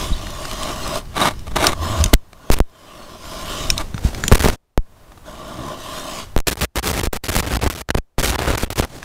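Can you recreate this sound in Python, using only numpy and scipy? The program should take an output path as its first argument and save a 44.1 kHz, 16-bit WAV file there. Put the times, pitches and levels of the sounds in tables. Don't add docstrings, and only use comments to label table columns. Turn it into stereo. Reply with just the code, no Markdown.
import sys
import numpy as np
from scipy import signal
from scipy.fft import rfft, irfft
from scipy.io import wavfile
from scipy.ndimage import uniform_filter1d

SR = 44100
rng = np.random.default_rng(int(sys.argv[2]) if len(sys.argv) > 2 else 0)


def waveform_to_disk(signal):
    frames = np.transpose(np.atleast_2d(signal))
    scaled = np.clip(frames, -1, 1) * 32767
    samples = np.round(scaled).astype(np.int16)
    wavfile.write(sys.argv[1], SR, samples)


N = 398663
TIME = np.arange(N) / SR

# freq_hz, level_db
AIR_SPECTRUM = [(20, 4.5), (100, 2.5), (300, -5.5), (1000, -8), (3000, -18.5), (15000, -24)]
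HISS_SPECTRUM = [(20, 20.5), (200, -1), (700, -3.5), (2000, -16), (15000, -25)]
SWAY_SPECTRUM = [(8, -1.5), (22, -3.5), (40, -7), (80, -10), (150, -19.5), (240, -24.5), (450, -37.5),
                 (1500, -85.5)]
GRIND_SPECTRUM = [(40, -13), (120, 0), (250, 3), (350, 3), (470, -2), (850, -1.5), (1600, -9),
                  (2300, -19.5), (3500, -15), (8000, -55)]
CHIP_SPECTRUM = [(500, -48), (1500, -8), (2400, 5), (4000, -3.5), (6000, -3.5), (8000, -7), (10500, -10.5),
                 (15500, -17.5)]
BITE_SPECTRUM = [(40, -20.5), (130, 4), (400, -2.5), (800, 2), (1500, -1.5), (2500, -10.5), (5000, -13.5),
                 (8000, -16), (11000, -18), (15500, -28.5)]
CLOTH_SPECTRUM = [(59, -10), (100, -5.5), (452, -16), (660, -15), (764, -17.5), (831, -18), (1090, -22),
                  (1660, -23.5), (2230, -26.5), (6350, -29), (15000, -40)]
SPARK_SPECTRUM = [(20, 1.5), (60, 18.5), (150, 8), (350, 5.5), (700, 1.5), (1500, -1), (3000, -4.5),
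                  (6000, -8.5), (10000, -11.5), (15500, -15.5)]
# centre_hz, width_hz, boost_db
SHAVING_MODES = [(470, 40, -1.5), (627, 51, 9.5), (870, 83, -0.5), (1036, 36, 10), (1155, 55, 10.5),
                 (1418, 44, 5.5), (1810, 81, 2), (2400, 270, -7.5), (2980, 150, 2.5), (3620, 150, 3),
                 (4140, 220, 2), (5130, 130, 4), (6600, 98, 1.5), (7550, 220, 1)]
BITING_MODES = [(340, 45, 8), (625, 49, 7.5), (970, 83, 3), (1177, 46, 9), (2220, 140, 5.5), (2800, 180, 3),
                (3700, 410, 7), (6120, 330, 2), (8950, 300, 3.5)]
# time_s, level_db
SWAY_CURVES = [
    [(0.0, -20), (0.45, -26.5), (1.44, -24), (1.55, -18.5), (2.1, -27.5), (2.7, -51.5), (3.15, -35.5),
     (3.36, -30.5), (3.74, -17), (3.92, -26), (4.28, -22.5), (4.95, -38.5), (6.3, -32), (9.04, -37)],
]
# start_s, end_s, rise_s, fall_s, end_grind_db, end_chips_db, build_db_per_s
CRANK_STROKES = [(-0.1, 0.034, 0.054, 0.28, -29.5, -31.5, -2), (0.093, 0.716, .1, 0.27, -30.5, -32.5, 12.5),
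                 (0.746, 0.979, 0.29, 0.073, -27.5, -32, 23.5), (1.047, 1.546, .1, .1, -54, -53, 0),
                 (1.847, 1.99, 0.21, 0.29, -26.5, -33, 14.5), (2.347, 2.503, 0.16, .05, -39, -49.5, 70),
                 (2.823, 3.164, 0.6, 0.18, -41.5, -47.5, 1.5), (3.274, 3.682, 0.32, .25, -31, -32.5, 15.5),
                 (4.832, 5.127, .03, 0.044, -49, -64, 15), (5.26, 5.73, 0.042, 0.37, -32, -41.5, 15.5),
                 (5.92, 6.208, 0.64, 0.13, -35, -36, -1)]
# time_s, peak_db, pitch_hz
MIC_BUMPS = [(.104, -13, 60), (0.116, -8, 23.8), (2.001, -12.5, 75), (2.051, -8.5, 40), (3.716, -14, 26.2),
             (3.943, -14.5, 110), (4.048, -1.5, 58), (4.24, -16, 187.3), (4.283, -15.5, 330)]
# middle_s, length_s, peak_db, pitch_hz
BLADE_SQUEAKS = [(0.135, 0.029, -27, 3900), (0.841, 0.044, -30, 4170), (1.176, .012, -22, 3780),
                 (1.223, 0.026, -14.5, 3810), (1.26, 0.015, -22, 3930), (4.256, 0.093, -33.5, 7000)]
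# time_s, peak_db, lower_hz, upper_hz, upper_vs_lower_db
GEAR_TICKS = [(0.269, -18, 1840, 5200, -16), (0.4526, -13.5, 1360, 5000, -3), (0.513, -17.5, 4010, 4800, 4),
              (0.632, -12, 3280, 8400, -6), (0.8653, -14, 1180, 4850, -12), (1.3924, -27.5, 3840, 5530, 19),
              (1.6684, 7.5, 1210, 5330, 19), (2.0106, -12.5, 1726, 5100, 7.5), (2.04, 2, 3500, 6380, 6),
              (2.0604, -9.5, 3000, 6360, -2), (3.702, 6.5, 3820, 5460, 9), (3.7787, -4.5, 4070, 5230, -2),
              (3.9434, -21, 1460, 4500, -23), (3.979, -14.5, 1350, 5260, -23),
              (4.1467, -17, 2300, 5030, -2), (4.2382, -4, 1650, 7100, -6.5), (4.2803, 0, 3200, 7030, 3.5),
              (5.1188, -32, 1200, 5320, -20), (5.176, -30, 1320, 5840, -17), (9.0287, -13, 1620, 4400, -13)]
# pitch_hz, level_db, t60_s
GEAR_MODES = [(1120, -14, 0.037), (1530, -13, 0.04), (2420, 8, 0.0094), (3670, 7, 0.018),
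              (4206, -3.5, 0.023), (5000, -18.5, 0.021), (6050, -2, 0.044), (6740, -15, .05),
              (6940, -11.5, 0.12), (8550, -8, 0.055), (8900, -16, .02)]
# start_s, end_s, rise_s, level_db
DEEP_BITES = [(0.674, 0.71, 0.045, -28.5), (1.17, 1.182, 0.047, -23), (1.205, 1.286, 0.045, -16),
              (1.47, 1.482, .01, -34), (1.512, 1.521, 0.0083, -33), (1.559, 1.572, 0.0023, -12),
              (1.613, 1.683, 0.074, -15.5), (1.722, 1.734, .02, -27), (2.33, 2.334, .003, -37),
              (3.776, 3.813, 0.023, -24.5), (5.12, 5.124, 0.0026, -37.5), (5.175, 5.182, .003, -41)]
# time_s, level_db, slips_per_s
JUDDER_CURVES = [
    [(1.76, -39, 70), (1.81, -22.5, 76), (1.88, -24.5, 96), (1.95, -29, 108), (2.01, -15, 72),
     (2.06, -21, 100), (2.12, -39, 53)],
    [(5.3, -44, 62), (5.5, -45, 61), (5.6, -30.5, 63), (5.7, -40, 75), (5.78, -57, 70)],
]
# time_s, signed_height, held_s
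PLUG_POPS = [(2.1327, -0.75, 0.0039), (2.138, 1.08, 0.01), (2.5018, -0.92, 0.028), (2.6029, .8, 0.0081),
             (4.316, -1, 0.011), (4.3224, 1.6, 0.0033), (4.3255, -1.27, 0.0095), (4.4432, -0.62, 0.0026),
             (4.4584, -0.82, 0.0018), (4.4633, -0.72, 0.0014), (4.4886, 0.34, 0.013), (4.7768, 0.66, 0.013),
             (6.364, -0.67, 0.021), (7.036, -0.23, 0.0059), (7.0711, 0.29, 0.0081), (7.1328, -0.14, 0.028),
             (7.365, -0.32, 0.0092), (7.6626, 0.45, 0.0055), (7.669, -0.24, 0.0041), (7.8898, 0.15, 0.0022),
             (7.951, -0.6, 0.0035), (7.9842, 0.21, 0.0086), (8.1827, -0.38, 0.012), (8.5025, -0.32, 0.0054),
             (8.6334, -.48, 0.0035), (8.7978, -0.89, 0.0011)]
# start_s, end_s
PLUG_DROPOUTS = [(2.134, 2.16), (2.502, 2.605), (4.316, 4.45), (4.559, 4.785), (6.364, 8.812)]
# start_s, end_s, level_db, brightness_db
PLUG_SCRAPES = [(2.135, 2.141, 3, 2.5), (2.515, 2.544, -14.5, 7), (2.554, 2.59, -35.5, -10),
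                (4.321, 4.341, -12.5, 2), (4.346, 4.359, -11, 2), (4.369, 4.383, -23.5, -3),
                (4.394, 4.414, -16, 2), (4.422, 4.47, -16, 3.5), (4.473, 4.502, -19.5, -5),
                (6.47, 6.501, -15.5, 5.5), (6.511, 6.536, -16, 8), (6.57, 6.61, -26, 0),
                (6.609, 6.653, -18, 2), (6.758, 6.799, -18, -1.5), (6.827, 6.918, -19.5, 4),
                (6.93, 7.015, -20.5, -1), (7.032, 7.074, -21.5, 5), (7.128, 7.173, -27.5, 1),
                (7.238, 7.273, -22, 6), (7.284, 7.407, -19, 4), (7.425, 7.457, -26.5, -12),
                (7.464, 7.572, -22, -4.5), (7.591, 7.6, -38, -21), (7.613, 7.679, -22.5, -7),
                (7.701, 7.74, -25.5, 4.5), (7.75, 7.819, -26, 3), (7.888, 7.891, -16.5, -12),
                (7.904, 7.911, -17, -15), (7.946, 7.95, -17.5, -17), (7.971, 7.986, -22.5, -5),
                (8.186, 8.218, -21.5, 2), (8.228, 8.316, -17.5, 5.5), (8.322, 8.36, -22, -11),
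                (8.382, 8.556, -21.5, -10.5), (8.574, 8.649, -19.5, 2), (8.659, 8.684, -42, -19),
                (8.703, 8.733, -25.5, 1), (8.757, 8.814, -19, 5), (8.823, 8.855, -28, -20)]
# time_s, peak_db
PLUG_SNAPS = [(2.587, -6.5), (4.354, 3.5), (4.447, -2), (4.485, 7), (6.377, -3.5), (6.388, -5.5),
              (6.402, -8.5), (6.555, -18), (6.757, -4.5), (7.034, -3), (7.132, -2.5), (7.364, 5),
              (7.641, -0.5), (7.7, -5), (8.503, -9), (8.704, -3), (8.849, -9)]
# time_s, level_db
CLOTH_CURVES = [
    [(3.84, -41), (3.9, -46.5), (4.02, -37.5), (4.06, -26.5), (4.12, -36.5), (4.24, -31.5), (4.31, -34)],
    [(4.495, -27), (4.53, -18), (4.56, -29)],
    [(8.86, -35), (8.96, -32.5), (9.04, -38.5)],
]
# time_s, ceiling_db
INPUT_CEILING = [(0, -2.5), (4.8, -0.5), (6.3, 5.5), (9.04, -5.5)]


def amp(db):
    return 10 ** (np.asarray(db) / 20)


def unit(x):
    return x / np.sqrt(np.mean(x ** 2) + 1e-20)


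def add(mix, start_s, sound):
    part = mix[max(round(start_s * SR), 0):][:len(sound)]
    part += sound[:len(part)]


def level(curves, fade_s=0.021):
    gain = np.zeros(N)
    for curve in curves:
        times, db = np.transpose(curve)[:2]
        inside = np.interp(TIME, [times[0] - fade_s, times[0], times[-1], times[-1] + fade_s],
                           [0, 1, 1, 0])
        gain = np.maximum(gain, inside * amp(np.interp(TIME, times, db)))
    return gain


def wander(per_s):
    return unit(np.interp(TIME * per_s, np.arange(N), rng.standard_normal(N)))


def colour(x, spectrum, modes=(), size=4096):
    hz = np.fft.rfftfreq(size, 1 / SR)
    shape_hz, shape_db = np.transpose(spectrum)
    db = np.interp(np.log(hz + 1), np.log(shape_hz), shape_db)
    db += sum(boost * np.exp(-.5 * ((hz - centre) / width) ** 2) for centre, width, boost in modes)
    cepstrum = irfft(np.log(amp(db)))
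    cepstrum[1:size // 2] *= 2
    cepstrum[size // 2 + 1:] = 0
    taps = irfft(np.exp(rfft(cepstrum)))
    return signal.oaconvolve(x, taps / np.linalg.norm(taps))[:N]


def tiny_snaps(per_s, spread_db, clump_db, clumps_per_s):
    size = amp(spread_db * np.minimum(rng.exponential(1, N), 5)) * rng.choice([-1, 1], N)
    fires = rng.random(N) < per_s / SR
    return unit(size * fires * amp(clump_db * wander(clumps_per_s)))


def steady_noise(spectrum, level_db):
    return colour(rng.standard_normal(N), spectrum) * amp(level_db)


def body_sway():
    return steady_noise(SWAY_SPECTRUM, -5) * level(SWAY_CURVES)


def wandering_colour(x, patch_db=3.0, patch_hz=70, patch_s=0.028, above_hz=1200, size=1024):
    hz, t, bins = signal.stft(x, SR, nperseg=size)
    along_time = signal.windows.gaussian(61, patch_s / t[1])[None]
    along_freq = signal.windows.gaussian(21, patch_hz / hz[1])[:, None]
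    noise = rng.standard_normal(bins.shape[::-1]).T
    patches = unit(signal.fftconvolve(noise, along_time * along_freq, "same"))
    depth_db = patch_db * (hz ** 2 / (hz ** 2 + above_hz ** 2))[:, None]
    return unit(signal.istft(bins * amp(depth_db * patches), SR, nperseg=size)[1][:N])


def push(start, end, rise, fall, fade_db=29):
    early = np.maximum(start - TIME, 0) / max(rise, .001)
    late = np.maximum(TIME - end, 0) / max(fall, .001)
    return amp(-fade_db * np.minimum(early + late, 8))


def stick_slip():
    times, _, slips_per_s = np.vstack(JUDDER_CURVES).T
    rate = np.interp(TIME, times, slips_per_s) * (1 + 0.066 * wander(60))
    return 2 * np.pi * np.cumsum(rate) / SR


def shaving(slip_phase, chatter=0.11):
    grind_gain, chip_gain = np.zeros(N), np.zeros(N)
    for start, end, rise, fall, grind_db, chips_db, build in CRANK_STROKES:
        effort = push(start, end, rise, fall) * amp(-build * np.clip(end - TIME, 0, end - start))
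        grind_gain = np.maximum(grind_gain, effort * amp(grind_db))
        chip_gain = np.maximum(chip_gain, effort * amp(chips_db))
    pressure = unit(1 + chatter * np.cos(slip_phase)) * amp(wander(25))
    coarse = tiny_snaps(9000, spread_db=2.7, clump_db=0.93, clumps_per_s=300) * pressure
    grind = colour(wandering_colour(coarse), GRIND_SPECTRUM, SHAVING_MODES) * amp(2.5)
    fine = tiny_snaps(14000, spread_db=2.7, clump_db=0.79, clumps_per_s=400) * pressure
    chips = colour(wandering_colour(fine), CHIP_SPECTRUM, SHAVING_MODES) * amp(1.5)
    return grind * grind_gain + (chips + flakes()) * chip_gain


def flakes(per_s=7, loudest_db=11, spread_db=6.5, t60_s=0.023, low_hz=1200, high_hz=5000, count=200):
    out, t = np.zeros(N), np.arange(SR // 30) / SR
    waits, shortfalls = rng.exponential(1, (count, 2)).T
    pitches = low_hz * (high_hz / low_hz) ** rng.random(count)
    for start, shortfall, hz in zip(np.cumsum(waits) / per_s, shortfalls, pitches):
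        band = signal.butter(1, [hz / 2, min(hz * 2, SR / 3)], "band", fs=SR)
        snap = unit(signal.lfilter(*band, rng.standard_normal(len(t))))
        add(out, start, snap * amp(loudest_db - spread_db * min(shortfall, 2) - 60 * t / t60_s))
    return out


def mic_bumps(knock_hz=185, knock_db=2, knock_t60_s=0.02, rise_s=0.0036):
    out, t = np.zeros(N), np.arange(SR // 6) / SR
    knock = np.sin(2 * np.pi * knock_hz * t) * amp(knock_db - 60 * t / knock_t60_s)
    for start, db, hz in MIC_BUMPS:
        swing = np.sin(2 * np.pi * hz * t) * np.exp(-1.5 * hz * t)
        bump = (swing - knock) * (1 - np.exp(-t / rise_s))
        add(out, start, amp(db) * bump / abs(bump).max())
    return out


def squeaks(waver=0.025):
    out = np.zeros(N)
    for middle, length, db, hz in BLADE_SQUEAKS:
        count = round(length * SR)
        drift = unit(uniform_filter1d(rng.standard_normal(SR // 8), 60))[:count]
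        whistle = np.sin(2 * np.pi * np.cumsum(hz * (1 + waver * drift)) / SR)
        add(out, middle - length / 2, amp(db) * np.hanning(count) * whistle)
    return out


def gear_ticks(modes_db=-14.5, crack_db=-2, trim_db=-0.5, rise_s=0.00033, t60_s=0.012):
    out, t = np.zeros(N), np.arange(SR // 8) / SR
    for start, db, lower_hz, upper_hz, upper_db in GEAR_TICKS:
        modes = rings = 0
        for hz, mode_db, mode_t60_s in GEAR_MODES:
            tone = np.sin(2 * np.pi * (hz * t + rng.random()))
            modes += tone * amp(mode_db - 60 * t / mode_t60_s) * rng.uniform(0.29, 1.0)
        for hz, gain in (lower_hz, 1), (upper_hz, amp(upper_db)):
            band = signal.butter(1, [hz * 0.59, min(hz * 1.14, SR / 3)], "band", fs=SR)
            crack = unit(signal.lfilter(*band, rng.standard_normal(len(t))))
            rings += gain * (np.sin(2 * np.pi * hz * t) + amp(crack_db) * crack)
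        tick = unit(rings) * amp(-60 * t / t60_s) + amp(modes_db) * modes
        tick *= 1 - np.exp(-t / rise_s)
        add(out, start, amp(db + trim_db) * tick / abs(tick).max())
    return out


def bites(release_share=0.72):
    gain = sum(amp(db) * push(start, end, rise, release_share * (end - start))
               for start, end, rise, db in DEEP_BITES)
    fractures = tiny_snaps(9000, spread_db=3.8, clump_db=2.4, clumps_per_s=160)
    crunch = wandering_colour(fractures, patch_db=0.5, patch_s=0.023)
    return colour(crunch, BITE_SPECTRUM, BITING_MODES) * gain * amp(0.5)


def judder(slip_phase):
    swing = unit(np.cos(slip_phase) + 0.15 * np.cos(2 * slip_phase))
    buzz = unit(sum(np.cos(k * slip_phase) * (1 + .5 * wander(45)) for k in range(1, 6)))
    return (swing * level(JUDDER_CURVES[:1]) + buzz * level(JUDDER_CURVES[1:])) * amp(2.3 * wander(50))


def plug_pops(rebound=1.67, rebound_s=0.00092, droop_s=0.06, release_s=0.0039, coupling_hz=8):
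    out, t = np.zeros(N), np.arange(SR // 10) / SR
    step = np.exp(-t / droop_s) - rebound * (t / rebound_s * np.exp(1 - t / rebound_s)) ** 3
    for start, height, held in PLUG_POPS:
        release = np.exp(-(np.maximum(t - held, 0) / release_s) ** 2)
        add(out, start, height * step * release)
    return signal.lfilter(*signal.butter(1, coupling_hz, "high", fs=SR), out)


def plug_contact(dip_db=14.5, recover_s=0.18):
    gain = np.ones(N)
    for start, end in PLUG_DROPOUTS:
        recovery = amp(-dip_db * np.exp(-np.maximum(TIME - end, 0) / recover_s))
        gain *= np.where(TIME < start, 1, (TIME > end) * recovery)
    return uniform_filter1d(gain, 90)


def spark_bursts(burst_s=0.017, pause_s=0.00297, uneven=0.5, spread_db=2, count=24):
    gain, brightness_db = np.zeros(N), np.zeros(N)
    for start, end, db, bright_db in PLUG_SCRAPES:
        brightness_db[round(start * SR):] = bright_db
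        onset = start
        for length, pause, strength in rng.standard_normal((count, 3)):
            stop = onset + burst_s * np.exp(uneven * length)
            gain[round(onset * SR):round(min(stop, end) * SR)] = amp(db + spread_db * strength)
            onset = stop + pause_s * np.exp(uneven * pause)
    return gain, brightness_db


def plug_crackle(trail_hz=40, edge_db=-13.5, split_hz=2500, tilt=0.38):
    bursts, brightness_db = spark_bursts()
    smooth = signal.butter(1, trail_hz, fs=SR)
    trail = .5 * (signal.lfilter(*smooth, bursts) + signal.filtfilt(*smooth, bursts))
    soft_edge = trail * amp(edge_db + 2 * wander(230))
    gain = np.maximum(uniform_filter1d(bursts, 24), soft_edge)
    impulses = tiny_snaps(16000, spread_db=2.9, clump_db=3.6, clumps_per_s=900)
    sparks = colour(impulses * gain, SPARK_SPECTRUM)
    lows = signal.lfilter(*signal.butter(1, split_hz, fs=SR), sparks)
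    treble_lift = amp(tilt * uniform_filter1d(brightness_db - 0.5, 60))
    return amp(-0.5) * (lows / treble_lift + (sparks - lows) * treble_lift)


def plug_snaps(spike_s=0.0006, decay_s=0.00057, delay_s=0.00065):
    out, t = np.zeros(N), np.arange(SR // 200) / SR
    for start, db in PLUG_SNAPS:
        spike = rng.choice([-1, 1]) * np.exp(-t / spike_s)
        snap = (spike + .5 * rng.standard_normal(len(t))) * np.exp(-t / decay_s)
        add(out, start + delay_s, amp(db) * snap / abs(snap).max())
    return out


def cloth_rub():
    grains = tiny_snaps(10000, spread_db=2.18, clump_db=1.9, clumps_per_s=150)
    return colour(grains, CLOTH_SPECTRUM) * level(CLOTH_CURVES) * amp(2.5)


def scene():
    air = steady_noise(AIR_SPECTRUM, -46)
    input_hiss = steady_noise(HISS_SPECTRUM, -62.5)
    slip_phase = stick_slip()
    auger = shaving(slip_phase) + bites() + judder(slip_phase) + squeaks()
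    jacket = cloth_rub() + body_sway() + mic_bumps() + gear_ticks()
    plug_noise = plug_pops() + plug_crackle() + plug_snaps()
    mono = (air + auger + jacket) * plug_contact() + plug_noise + input_hiss
    return np.array([mono, mono])


def record(dry):
    ceiling = amp(np.interp(TIME, *np.transpose(INPUT_CEILING)))
    clipped = dry / (1 + (dry / ceiling) ** 8) ** (1 / 8)
    low_pass = signal.firwin(255, 15700, window=("kaiser", 8), fs=SR)
    return signal.oaconvolve(clipped, low_pass[None], "same", axes=1)


dry = scene()
out = record(dry)
waveform_to_disk(out)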